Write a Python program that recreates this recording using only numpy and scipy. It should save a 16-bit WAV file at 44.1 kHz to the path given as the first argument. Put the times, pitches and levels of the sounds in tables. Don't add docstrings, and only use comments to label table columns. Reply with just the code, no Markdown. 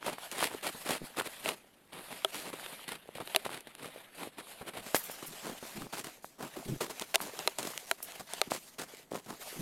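import sys
import numpy as np
from scipy import signal
from scipy.io import wavfile
from scipy.ndimage import map_coordinates

SR = 44100
rng = np.random.default_rng(int(sys.argv[2]) if len(sys.argv) > 2 else 0)


def materialize(psi):
    bounded = np.clip(np.atleast_2d(psi).T, -1, 1)
    quanta = np.round(bounded * 32767).astype(np.int16)
    wavfile.write(sys.argv[1], SR, quanta)


N = 423801

# frequency in Hz, relative spectral density in dB.
HUSH_SPECTRUM = [(25, -2), (80, -3), (250, 5), (700, -2.5), (2000, -13.5), (6000, -35), (15000, -37)]
BUFFET_SPECTRUM = [(25, -1), (75, -23), (135, 3.5), (280, 0.5), (400, -7), (600, -20), (1500, -36)]
CLOTH_SPECTRUM = [(30, -6), (80, -32), (150, -0.5), (350, -4.5), (620, 4.5), (1100, -0.5), (2000, 1),
                  (3000, 0), (3900, -2.5), (5000, -5), (7000, -5.5), (15000, -48)]
POWDER_SPECTRUM = [(2000, -19), (4500, -1.5), (6500, 2.5), (10000, -3), (12500, -0.5), (14500, -6),
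                   (16000, -18)]
SPRINKLE_SPECTRUM = [(2000, -38), (6000, -3), (10000, -1), (13000, 7), (16000, -5)]
TICK_SPECTRUM = [(400, -46), (1500, -8), (4000, -14), (6000, 6.5), (8000, -0.5), (10300, -1.5),
                 (13000, -5.5), (16000, -11)]
THUD_SPECTRUM = [(30, -2.5), (80, -24.5), (135, -0.5), (260, 3), (400, -6.5), (800, -23)]
FIZZ_SPECTRUM = [(500, -15), (1200, -10.5), (1900, -2), (3500, -4.5), (5000, -1.5), (7000, 0),
                 (10000, -6.5), (12500, -8), (15500, -14)]

# start in seconds, length in seconds, level in dB.
BUFFETS = [(1.004, 0.042, -46), (4.767, 0.056, -52), (5.272, 0.075, -56), (5.516, 0.023, -52),
           (5.745, 0.12, -46.5), (6.655, 0.099, -37.5), (8.469, 0.018, -47), (9.558, 0.11, -42.5)]
# time in seconds, relative level in dB.
RUSTLE = [(0, -66), (0.3, -53.5), (1.55, -59), (1.7, -68.5), (1.88, -69), (2.1, -54.5), (2.9, -57.5),
          (3.03, -62), (4.3, -63.5), (5.2, -54), (6.3, -71.5), (6.9, -57), (8.3, -63), (9.1, -71.5),
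          (9.6, -52.5)]
# start and length in seconds, relative levels of cloth and of powder in dB.
SWINGS = [(0.007, 0.15, -49, -55), (0.18, 0.12, -56, -50), (0.445, 0.18, -64, -62),
          (0.692, 0.21, -60.5, -48.5), (1.04, 0.039, -62, -49.5), (1.24, 0.25, -57, -52),
          (1.937, 0.28, -58, -52), (2.292, 0.21, -54.5, -50), (2.553, 0.29, -50.5, -46),
          (3.214, 0.24, -53.5, -48.5), (3.901, 0.16, -55.5, -54), (4.146, 0.14, -57, -48),
          (4.418, 0.2, -58, -50), (4.825, 0.35, -55, -53), (5.278, 0.43, -56, -56),
          (5.637, 0.24, -55, -53.5), (6.04, 0.15, -61.5, -59), (6.222, 0.083, -69, -56),
          (6.387, 0.17, -57.5, -57), (6.567, 0.24, -57.5, -54.5), (6.83, 0.41, -63, -61),
          (7.193, 0.088, -61, -54.5), (7.331, 0.19, -51.5, -51), (7.634, 0.2, -55.5, -51),
          (7.867, 0.077, -58.5, -51), (8.041, 0.17, -53.5, -54), (8.268, 0.21, -51, -52.5),
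          (8.535, 0.21, -64, -56.5), (8.861, 0.17, -59.5, -59), (9.393, 0.2, -54.5, -49.5)]
# start in seconds, length in seconds, level in dB.
SPRINKLES = [(4.948, 0.054, -33.5), (5.032, 0.043, -43.5), (5.107, 0.032, -44.5), (5.261, 0.032, -42.5),
             (7.211, 0.014, -37), (8.024, 0.03, -39)]
# frequency in Hz, relative level in dB, time to decay by 60 dB in seconds.
SHOE_MODES = [(400.4, -5, 0.072), (490, 0.5, 0.013), (654, -4.5, 0.037), (784, -2, 0.016),
              (948, -11, 0.032), (1246, -4, 0.02), (1620, -1, 0.0098), (2050, -4.5, 0.011),
              (2430, -7, 0.0088), (2940, 1.5, 0.0063), (3190, -6, 0.0059), (3780, -3, 0.011),
              (4510, 2, 0.0049)]
# start
# in seconds, relative level in dB, # contact hardness in dB, favoured frequency of the deck in Hz, that of the
# frame in Hz.
CLACKS = [(0.315, -46.5, 12, 800, 4100), (0.408, -47, -2, 800, 2500), (1.459, -34.5, -4.5, 910, 2700),
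          (1.4898, -32.5, 3, 1110, 2850), (1.5186, -45, -3, 900, 3000), (2.2473, -26.5, -3, 646, 3500),
          (2.662, -42.5, -1, 900, 3600), (3.275, -42.5, 0.5, 900, 4000), (3.3479, -29.5, -1, 680, 3500),
          (3.362, -21.5, 4.5, 643, 4200), (3.6073, -58, 17, 900, 4600), (3.7517, -50.5, 8, 900, 2800),
          (4.946, -32.5, 0.5, 710, 1270), (6.809, -44.5, -11, 810, 4200), (6.9968, -42, 6.5, 900, 3800),
          (7.022, -41, -2, 900, 3500), (7.1429, -34.5, -3, 1090, 1900), (7.1457, -32, -1, 1100, 4100),
          (7.1495, -32.5, 1.5, 1080, 2700), (7.1567, -24, 2.5, 820, 2830), (7.391, -39.5, -2, 910, 5600),
          (7.4756, -25.5, -1, 947, 4100), (7.5863, -36, -1.5, 910, 7200), (7.777, -40.5, 5.5, 895, 2900),
          (7.9131, -28, -1, 1370, 2280), (8.028, -47, 6, 900, 7800), (8.3358, -37, 0, 900, 8400),
          (8.4157, -26.5, -2.5, 1200, 4200)]
# start in seconds, relative level in dB, nominal pitch in Hz.
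POPS = [(0.028, -24.5, 1390), (0.0824, -18.5, 730), (0.184, -27, 1010), (0.427, -12, 890),
        (0.515, -28.5, 990), (0.548, -25, 365), (0.667, -24, 750), (1.017, -30, 313), (1.211, -18, 990),
        (3.09, -30, 500), (3.184, -28, 774), (3.209, -27.5, 520), (3.463, -20, 660), (3.493, -26, 910),
        (4.273, -30.5, 400), (4.614, -29, 463), (4.946, -11.5, 524), (5.098, -28, 635), (5.868, -34, 706),
        (5.937, -25.5, 806), (6.245, -26, 855), (6.567, -30.5, 800), (7.204, -21, 1100), (8.004, -35, 970),
        (8.519, -14, 740), (9.119, -23.5, 490), (9.136, -26.5, 410), (9.153, -21.5, 550)]
# start and length in seconds, crunch level in dB, crispness in dB.
TREADS = [(0.043, 0.067, -39.5, -3.5), (0.105, 0.046, -48.5, -1), (0.375, 0.11, -40.5, 5),
          (0.495, 0.068, -50.5, -1), (0.625, 0.078, -41.5, 2), (0.848, 0.13, -39, 1),
          (1.163, 0.057, -37.5, -1.5), (1.242, 0.039, -47, 3), (1.425, 0.048, -54.5, 8.5),
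          (2.103, 0.039, -48, -2.5), (2.435, 0.074, -49, -0.5), (3.49, 0.098, -49.5, 3.5),
          (3.78, 0.13, -51, 1), (4.171, 0.11, -48, -2), (4.37, 0.049, -48.5, 0), (4.661, 0.038, -46.5, 1.5),
          (4.734, 0.076, -47, -0.5), (4.84, 0.055, -53, 0), (5.427, 0.1, -45.5, -7),
          (5.96, 0.063, -48.5, 2), (6.383, 0.096, -46, -8.5), (6.895, 0.027, -45, -2.5),
          (7.004, 0.029, -44.5, -2), (7.61, 0.11, -47, -1), (9.107, 0.096, -47.5, -5.5),
          (9.259, 0.089, -48, -8)]
PLANTS = [(0.313, 0.069, -49, 4), (0.745, 0.014, -49.5, -10), (1.458, 0.081, -40.5, -1),
          (1.921, 0.095, -52, 1), (2.335, 0.097, -50.5, 3.5), (2.528, 0.025, -43.5, -4),
          (2.876, 0.054, -51, 8), (2.912, 0.053, -50, 2), (3.15, 0.05, -51, 2), (3.2, 0.019, -42.5, -7.5),
          (3.446, 0.031, -45, 3), (3.67, 0.012, -49.5, -1.5), (4.61, 0.024, -47, -8.5),
          (4.946, 0.021, -36.5, 3.5), (5.225, 0.022, -49.5, -3.5), (5.625, 0.032, -48, -7.5),
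          (5.811, 0.025, -46.5, -10), (5.924, 0.039, -44.5, -2), (6.038, 0.056, -50, 0),
          (6.559, 0.056, -47, -10.5), (6.804, 0.062, -39, -4), (7.21, 0.087, -47.5, -2.5),
          (7.582, 0.047, -45.5, 0.5), (8.195, 0.012, -46.5, -2.5), (8.501, 0.072, -45, 1.5),
          (8.782, 0.061, -45, -1.5)]
# time in seconds, depth in dB.
TREBLE_DIP = [(0, 12.5), (1.9, 13), (1.95, 20.5), (2.33, 8.5), (2.5, 13), (2.6, 17.5), (3.36, 17.5),
              (3.95, 17), (4.78, 17.5), (4.86, 6.5), (9.6, 5)]


def amp(db):
    return 10 ** (np.asarray(db) / 20)


def unit(x):
    return x / np.sqrt(np.mean(x ** 2) + 1e-20)


def add(mix, start_s, sound):
    part = mix[max(round(start_s * SR), 0):][:len(sound)]
    part += sound[:len(part)]


def colour(x, spectrum, size=2048):
    hz, db = np.transpose(spectrum)
    bin_hz = abs(np.fft.fftfreq(size, 1 / SR))
    log_gain = np.log(amp(np.interp(np.log(bin_hz + 1), np.log(hz), db)))
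    transfer = np.exp(np.conj(signal.hilbert(log_gain)))
    taps = np.fft.ifft(transfer).real[:size // 2]
    return signal.oaconvolve(x, taps / np.linalg.norm(taps))[:len(x)]


def highpass(x, edge_hz, order=2):
    return signal.sosfilt(signal.butter(order, edge_hz, "high", fs=SR, output="sos"), x)


def waver(per_s):
    knots = rng.standard_normal(N // 2 + 1)
    return unit(np.interp(np.arange(N) * per_s / SR, np.arange(len(knots)), knots))


def fractures(per_s, spread_db):
    size = amp(spread_db * np.minimum(rng.exponential(1, N), 4))
    polarity = np.sign(rng.random(N) - .5)
    return size * polarity * (rng.random(N) < per_s / SR)


def strokes(texture, rows, peak_share, edge_db, release_s):
    out = np.zeros(N)
    for start, length, db in rows:
        part = texture[round(start * SR):][:round((length + 4 * release_s) * SR)]
        t = np.arange(len(part)) / SR
        swell = amp(np.interp(t / length, [0, peak_share, 1], [edge_db, 0, edge_db]))
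        gate = np.minimum(t / .002, 1) * np.exp(-np.maximum(t - length, 0) / release_s)
        stroke = part * swell * gate
        rms = np.sqrt(np.mean(stroke[:round(length * SR)] ** 2) + 1e-20)
        add(out, start, amp(db) * stroke / rms)
    return out


def air(hush_db=-67):
    gusts = colour(rng.standard_normal(N), BUFFET_SPECTRUM) * amp(4.0 * waver(80))
    hush = amp(hush_db) * colour(rng.standard_normal(N), HUSH_SPECTRUM)
    return hush + strokes(gusts, BUFFETS, peak_share=0.44, edge_db=-8.5, release_s=0.012)


def crumbling(clicks, low_hz, high_hz, cycles, db_per_octave=0, pitches=24):
    t, out = np.arange(700) / SR, np.zeros(N)
    pitch_index = rng.integers(0, pitches, N)
    for k, hz in enumerate(np.geomspace(low_hz, high_hz, pitches)):
        blip = np.sin(2 * np.pi * hz * t) * np.exp(-hz * t / cycles)
        blip *= 1 - np.exp(-2 * hz * t)
        blip *= amp(db_per_octave * np.log2(hz / low_hz))
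        onsets = np.flatnonzero((pitch_index == k) & (clicks != 0))
        np.add.at(out, (onsets[:, None] + np.arange(len(t))) % N, clicks[onsets, None] * blip)
    return highpass(out, edge_hz=170)


def flickering_colour(x, depth_db=2.0, patch_hz=330, patch_s=.03):
    hz, t, spectra = signal.stft(x, SR, nperseg=512, noverlap=384)
    field = rng.standard_normal((256, 2048))
    grid = np.meshgrid(hz / patch_hz, t / patch_s, indexing="ij")
    patches = map_coordinates(field, grid, order=1, mode="wrap")
    gain = unit(amp(depth_db * unit(patches)))
    return signal.istft(spectra * gain, SR, nperseg=512, noverlap=384)[1][:N]


def leg_swings():
    catches = waver(70)
    cloth = unit(colour(fractures(9000, 3.3), CLOTH_SPECTRUM) * amp(2.0 * catches))
    powder = unit(colour(fractures(16000, 3.1), POWDER_SPECTRUM) * amp(1.6 * catches))
    crumbs = unit(crumbling(fractures(110, 5.8), low_hz=400, high_hz=1630, cycles=1.1))
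    icy_bits = unit(colour(fractures(31, 3.8), FIZZ_SPECTRUM))
    rubbing = amp(2.0) * cloth + amp(-7.5) * crumbs + amp(-9) * icy_bits
    fine_grains = colour(fractures(7000, 3.4), SPRINKLE_SPECTRUM)
    sprinkles = strokes(fine_grains, SPRINKLES, peak_share=0.17, edge_db=-11, release_s=0.014)
    start, length, cloth_db, powder_db = np.transpose(SWINGS)
    shape = dict(peak_share=0.39, edge_db=-7.5, release_s=0.014)
    swish = strokes(np.ones(N), zip(start, length, cloth_db), **shape)
    spray = strokes(np.ones(N), zip(start, length, powder_db), **shape)
    rustle = amp(np.interp(np.arange(N) / SR, *np.transpose(RUSTLE)))
    rubbing_gain = np.hypot(swish, rustle)
    powder_gain = amp(1.5) * np.hypot(spray, amp(2.5) * rustle)
    return rubbing_gain * rubbing + powder_gain * powder + sprinkles


def clacks(detune=0.057, scatter_db=3.5, tick_s=0.0015, rattle=0.11, split_hz=1500):
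    t, out = np.arange(4096) / SR, np.zeros(N)
    hz, db, t60 = np.transpose(SHOE_MODES)[:, :, None]
    is_deck = hz[:, 0] < split_hz
    for start, knock_db, hardness_db, deck_hz, frame_hz in CLACKS:
        shift, weight, side = rng.standard_normal((3, len(hz), 1))
        pitch = hz * (1 + detune * shift * np.minimum(hz / split_hz, 1))
        for favoured_hz in deck_hz, frame_hz:
            nearest = np.argmin(abs(hz - favoured_hz))
            pitch[nearest], weight[nearest] = favoured_hz, 1
        modes = amp(db + scatter_db * weight - 60 * t / t60) * np.sin(2 * np.pi * pitch * t)
        deck_gain = amp(-2 * np.log2(hz / deck_hz) ** 2)
        frame_gain = np.sign(side) * amp(-9 * np.log2(hz / frame_hz) ** 2)
        deck = highpass((deck_gain * modes)[is_deck].sum(0), edge_hz=435, order=5)
        frame = (frame_gain * modes)[~is_deck].sum(0)
        contact = (t == 0) + rattle * rng.standard_normal(len(t)) * np.exp(-t / tick_s)
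        tick = colour(contact, TICK_SPECTRUM)
        for part, part_db in (deck, -4 - hardness_db), (frame, 0), (tick, -1 + hardness_db):
            rms = np.linalg.norm(part) / np.sqrt(.01 * SR)
            add(out, start, amp(knock_db + part_db) * part / rms)
    return highpass(out, edge_hz=220)


def pops(cycles=0.61, sag=0.39, gain_db=1.5):
    t, out = np.arange(1500) / SR, np.zeros(N)
    for start, db, hz in POPS:
        turns = hz * t * (1 - sag + 2 * sag * np.exp(-hz * t / 2))
        decay = np.exp(-hz * t / cycles)
        add(out, start, -amp(db + gain_db) * np.sin(2 * np.pi * turns) * decay)
    return highpass(out, edge_hz=128)


def yielding(slips_per_s=150, spread_db=1.5, relax_s=0.0018, creep=0.77):
    relaxation = np.exp(-np.arange(1000) / SR / relax_s)
    slips = abs(fractures(slips_per_s, spread_db))
    return creep + signal.oaconvolve(slips, relaxation)[:N]


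def snow_steps(usual_crunch_db=-44.5, usual_thud_db=-52, settle_s=0.0078, thud_settle_s=0.017):
    pace = yielding()
    thud = colour(fractures(1500, 2.1) * pace, THUD_SPECTRUM)
    collapses = fractures(2200, 2.8) * pace
    crunch = crumbling(collapses, low_hz=318, high_hz=1417, cycles=0.87, db_per_octave=3)
    fizz = colour(fractures(16000, 2.8) * pace, FIZZ_SPECTRUM)
    rolling, sudden = dict(peak_share=0.54, edge_db=-12), dict(peak_share=0.11, edge_db=-9)
    out = np.zeros(N)
    for presses, shape in (TREADS, rolling), (PLANTS, sudden):
        start, length, crunch_db, crispness_db = np.transpose(presses)
        thud_db = usual_thud_db + 0.34 * (crunch_db - usual_crunch_db) - 0.47 * crispness_db
        fizz_db = crunch_db + crispness_db + 4.5
        out += strokes(thud, zip(start, length, thud_db), **shape, release_s=thud_settle_s)
        out += strokes(crunch, zip(start, length, crunch_db), **shape, release_s=settle_s)
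        out += strokes(fizz, zip(start, length, fizz_db), **shape, release_s=settle_s)
    return highpass(out, edge_hz=45)


def scene():
    return (snow_steps() + flickering_colour(leg_swings()) + pops() + clacks() + air())[None]


def record(dry, dip_hz=6210, dip_octaves=0.49, top_hz=15500, top_octaves=0.4, limit_hz=16000):
    hz, t, spectra = signal.stft(dry, SR, nperseg=256)
    dip_db = np.interp(t, *np.transpose(TREBLE_DIP))
    for centre, width, depth in (dip_hz, dip_octaves, dip_db), (top_hz, top_octaves, 0.78 * dip_db):
        octaves_away = np.log2((hz[:, None] + 1) / centre)
        spectra = spectra * amp(-depth * np.exp(-(octaves_away / width) ** 2))
    heard = signal.istft(spectra, SR, nperseg=256)[1][:, :N]
    lowpass = signal.firwin(301, limit_hz, window=("kaiser", 9), fs=SR)
    return signal.oaconvolve(heard, lowpass[None], "same")


dry = scene()
out = record(dry)
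materialize(out)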